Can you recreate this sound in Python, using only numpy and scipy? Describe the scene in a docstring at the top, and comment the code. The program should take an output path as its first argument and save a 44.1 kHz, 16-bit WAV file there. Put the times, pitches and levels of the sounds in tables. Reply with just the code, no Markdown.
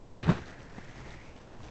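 """Quiet forest air. Then, abruptly, a snake is heard lunging past a small camera on the ground:
its scales scrape the case and its weight makes a low rumble, while a soft hiss from its throat and
the rub of its belly start underneath. The case is knocked several times and judders once.
As the scrape dies away, the snake slides on over dry needles, which crackle and now and then snap.
One more light knock comes midway, and the long hiss rises in pitch and fades."""
import sys
import numpy as np
from scipy import signal
from scipy.fft import rfft, irfft
from scipy.io import wavfile

SR = 44100
rng = np.random.default_rng(int(sys.argv[2]) if len(sys.argv) > 2 else 0)


def transcribe(signal):
    """Save signal, clipped to [-1, 1], as a 16-bit WAV file at the path in sys.argv[1]."""
    frames = np.atleast_2d(signal).T
    limited = np.clip(frames, -1, 1)
    pcm = np.round(limited * 32767).astype(np.int16)
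    wavfile.write(sys.argv[1], SR, pcm)


N = 74970  # 1.7 s

# tone of the forest air: f/Hz, level/dB
AIR_TONE = [(20, 12.5), (45, -0.5), (100, -2), (180, -3.5), (280, -7.5), (380, -11), (550, -9.5),
            (750, -15), (1000, -16), (1250, -24.5), (1800, -28.5), (4000, -33), (8000, -37)]
# scales scraping the case: t/s, rasp level/dB, sizzle level/dB
SCRAPE_LEVELS = [(0.231, -42, -49.5), (0.243, -43, -46), (0.262, -40.5, -55), (0.28, -36.5, -52),
                 (0.296, -26.5, -42), (0.322, -33.5, -49.5), (0.345, -44.5, -52.5), (0.38, -40.5, -54.5),
                 (0.41, -49.5, -59), (0.46, -64.5, -78)]
# tone of the scrape's low rasp: f/Hz, level/dB
RASP_TONE = [(30, -10), (90, 0), (250, 3.5), (450, 0.5), (720, -4), (1050, -5), (1600, -7), (2100, -19),
             (3000, -39), (8000, -51.5)]
# tone of the scrape's high sizzle: f/Hz, level/dB
SIZZLE_TONE = [(800, -13.5), (1800, -8.5), (2500, 2), (3100, -2), (3900, -1.5), (4700, -10.5),
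               (6000, -15.5), (8000, -22.5)]
# the body pushing on the case: t/s, level/dB
PUSH_LEVELS = [(0.231, -41.5), (0.255, -37), (0.28, -37), (0.32, -35.5), (0.36, -42.5), (0.41, -45),
               (0.47, -53), (0.56, -57), (0.66, -53.5), (0.75, -51.5), (0.87, -53), (0.95, -49), (1.0, -48),
               (1.11, -49), (1.16, -56), (1.26, -60), (1.32, -65), (1.45, -70), (1.53, -57), (1.59, -56),
               (1.645, -49), (1.7, -54)]
# tone of that push: f/Hz, level/dB
RUMBLE_TONE = [(20, -7), (40, -1), (70, 1.5), (130, 2.5), (200, -16), (350, -22), (1000, -56)]
# the hiss and the pitch the throat rings at: t/s, level/dB, f/Hz
HISS_SHAPE = [(0.33, -55.5, 1700), (0.48, -55.5, 1660), (0.68, -61, 1820), (0.82, -56.5, 1766),
              (0.93, -58, 1870), (1.1, -58, 1940), (1.17, -55.5, 2020), (1.23, -59, 2110), (1.3, -63, 2290),
              (1.39, -71, 2570), (1.46, -72.5, 2710)]
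# sliding over needles: t/s, relative rub level/dB, relative crackle level/dB
SLIDE_LEVELS = [(0.42, -58.5, -60.5), (0.44, -61, -69), (0.475, -51.5, -59), (0.515, -50, -62.5),
                (0.56, -54, -73), (0.61, -55.5, -64.5), (0.68, -55, -71.5), (0.745, -52, -67),
                (0.82, -57.5, -64), (0.92, -55, -64.5), (0.99, -51.5, -61), (1.05, -52.5, -66),
                (1.12, -50, -60.5), (1.18, -56.5, -66.5), (1.28, -53.5, -65.5), (1.34, -56.5, -71),
                (1.42, -56, -68.5), (1.46, -57, -75), (1.53, -53.5, -77), (1.57, -55.5, -76),
                (1.64, -53.5, -62.5), (1.7, -53, -66)]
# tone of the belly rubbing: f/Hz, level/dB
RUB_TONE = [(60, -6), (170, -1), (260, 0), (380, -0.5), (520, -2), (700, -5.5), (900, -7.5), (1200, -11.5),
            (1700, -15), (2600, -26.5), (8000, -39.5)]
# tone of the needles crackling: f/Hz, level/dB
CRACKLE_TONE = [(500, -23), (1300, 7), (2200, 4.5), (3300, 4), (4800, 1), (6200, 2), (8000, -9.5)]
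# knocks on the case: t/s, level/dB
CASE_KNOCKS = [(0.269, -32), (0.2834, -31.5), (0.2917, -30.5), (0.3003, -28), (0.3066, -31), (0.319, -27),
               (0.335, -33.5), (0.783, -35.5), (0.7872, -36.5)]
# notes the case rings with: f/Hz, relative level/dB, fade time/s (to fall by 60 dB)
CASE_NOTES = [(185, 0, 0.037), (256, -7, 0.052), (415, -3, 0.023), (794, -3, 0.018), (1000, -9.5, 0.011),
              (1900, -7.5, 0.013), (3600, -19, 0.0035), (6660, -21, 0.0033)]
# single needles snapping: t/s, peak level/dB, f/Hz
NEEDLE_SNAPS = [(0.4588, -46.5, 3800), (0.6042, -42.5, 2470), (0.63, -48.5, 5460), (0.848, -51.5, 5970),
                (0.9792, -45, 3500), (1.1057, -42.5, 3460), (1.127, -46, 4950), (1.3642, -44, 2540),
                (1.378, -51, 2670), (1.388, -53, 3170), (1.55, -47, 1380), (1.6037, -43.5, 1190),
                (1.632, -47, 3380), (1.684, -44, 2430)]

CUT_IN_S = 0.2286  # the snake's scrape, rumble, hiss and slide start abruptly


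def gain_of(db):
    """Turns decibels into a number to multiply by."""
    return 10 ** (np.asarray(db) / 20)


def evened(x):
    """Scales a signal to an average strength (rms) of 1."""
    return x / np.sqrt(np.mean(x ** 2) + 1e-20)


def curve(table, column=1):
    """Joins a column's points over time, holding the first and last values."""
    columns = np.transpose(table)
    return np.interp(np.arange(N) / SR, columns[0], columns[column])


def after(start_s, rise_s):
    """Fades from 0 to 1, beginning at start_s."""
    return np.clip((np.arange(N) / SR - start_s) / rise_s, 0, 1)


def add(mix, start_s, sound):
    """Mixes a sound in at start_s."""
    part = mix[round(start_s * SR):][:len(sound)]
    part += sound[:len(part)]


def coloured(x, tone):
    """Shapes the lows and highs of x by a tone table, at strength 1."""
    hz, db = np.transpose(tone)
    shape_db = np.interp(np.log(np.fft.rfftfreq(N, 1 / SR) + 1), np.log(hz), db)
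    return evened(irfft(rfft(x) * gain_of(shape_db), N))


def grains(per_s, spread_db):
    """Tiny slips at random moments, a few larger than the rest."""
    size = gain_of(spread_db * np.minimum(rng.exponential(1, N), 4))
    direction = rng.choice([-1, 1], N)
    happens = rng.random(N) < per_s / SR
    return evened(size * direction * happens)


def drift(hz):
    """A smooth random wobble, mostly slower than hz, at strength 1."""
    keep_slow = np.exp(-(np.fft.rfftfreq(N, 1 / SR) / hz) ** 2)
    return evened(irfft(rfft(rng.standard_normal(N)) * keep_slow, N))


def resonate(x, hz, width_hz):
    """Makes x ring around a pitch, which may move."""
    turn = np.exp(2j * np.pi * np.cumsum(hz * np.ones(len(x))) / SR)
    decay = np.exp(-np.pi * width_hz / SR)
    return 2 * (turn * signal.lfilter([1 - decay], [1, -decay], x / turn)).real


def forest_air():
    """The air makes a quiet, steady, low noise."""
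    return gain_of(-49) * coloured(rng.standard_normal(N), AIR_TONE)


def scale_scrape():
    """Scales catch and slip on the case: a rasp with a sizzle on top."""
    slips = grains(per_s=2200, spread_db=2.5)
    rasp = coloured(slips, RASP_TONE) * gain_of(curve(SCRAPE_LEVELS))
    sizzle = coloured(slips, SIZZLE_TONE) * gain_of(curve(SCRAPE_LEVELS, column=2))
    fade_out = 1 - after(SCRAPE_LEVELS[-1][0], 0.051)
    return (rasp + sizzle) * fade_out


def body_push():
    """The body's weight rumbles through the ground and the case."""
    return coloured(rng.standard_normal(N), RUMBLE_TONE) * gain_of(curve(PUSH_LEVELS))


def throat_hiss():
    """Air rushes through the snake's throat, which rings at a slowly rising pitch."""
    hz, width_hz = curve(HISS_SHAPE, column=2), 730
    breath = resonate(rng.standard_normal(N), hz, width_hz)
    breath = resonate(breath, hz, width_hz)  # a second pass narrows the hiss
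    return evened(breath) * gain_of(curve(HISS_SHAPE) + drift(hz=50))


def belly_slide():
    """The belly rubs over the ground and dry needles crackle in clumps."""
    slips = grains(per_s=3000, spread_db=2.5) * gain_of(1.12 * drift(hz=44.7))
    rub = coloured(slips, RUB_TONE) * gain_of(curve(SLIDE_LEVELS) - 0.5)
    crackle = coloured(slips, CRACKLE_TONE) * gain_of(curve(SLIDE_LEVELS, column=2) + 1.5)
    return rub + crackle


def case_knocks():
    """Each knock briefly rings all the notes of the case, each a little out of tune."""
    out, t = np.zeros(N), np.arange(SR // 10) / SR
    for start_s, knock_db in CASE_KNOCKS:
        for hz, note_db, fade_s in CASE_NOTES:
            note = np.sin(2 * np.pi * hz * rng.uniform(0.9, 1.05) * t)
            add(out, start_s, note * gain_of(knock_db + note_db - 60 * t / fade_s))
    return out


def case_judder():
    """At the hardest contact the case shakes unevenly near its lowest note, buzzing a little."""
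    peak_s, peak_db, pitch_hz = 0.298, -18.5, 174
    rise_db_per_s, fall_db_per_s = 433, 512
    t = np.arange(N) / SR - peak_s
    level_db = peak_db + np.minimum(t * rise_db_per_s, -t * fall_db_per_s)
    phase = 2 * np.pi * np.cumsum(pitch_hz * (1 + 0.13 * drift(hz=148))) / SR
    shake = np.sin(phase) + gain_of(-14.5) * np.sin(2 * phase)  # the octave above adds buzz
    flutter_db = 1.44 * drift(hz=100)
    fade_in = after(peak_s - 0.0223, rise_s=0.0018)
    return evened(shake) * gain_of(level_db + flutter_db) * fade_in


def needle_snaps():
    """A dry needle snaps with a tick: a tiny burst of noise around one pitch."""
    out, t = np.zeros(N), np.arange(SR // 10) / SR
    decay_s = 0.0018
    for start_s, peak_db, hz in NEEDLE_SNAPS:
        burst = rng.standard_normal(len(t)) * np.exp(-t / decay_s)
        snap = resonate(burst, hz, width_hz=0.55 * hz)
        snap = resonate(snap, hz, width_hz=hz)
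        add(out, start_s, gain_of(peak_db) * snap / abs(snap).max())
    return out


def scene():
    """Forest air alone, then the snake's sounds cut in abruptly, in one channel."""
    snake = scale_scrape() + case_judder() + body_push() + throat_hiss() + belly_slide()
    snake *= after(CUT_IN_S, rise_s=0.0008)
    return (forest_air() + snake + case_knocks() + needle_snaps())[None]


def record(dry):
    """The camera loses the treble above 8100 Hz."""
    treble_cut = signal.firwin(255, 8100, window=("kaiser", 8), fs=SR)
    return signal.oaconvolve(dry, treble_cut[None], "same")


dry = scene()
out = record(dry)
transcribe(out)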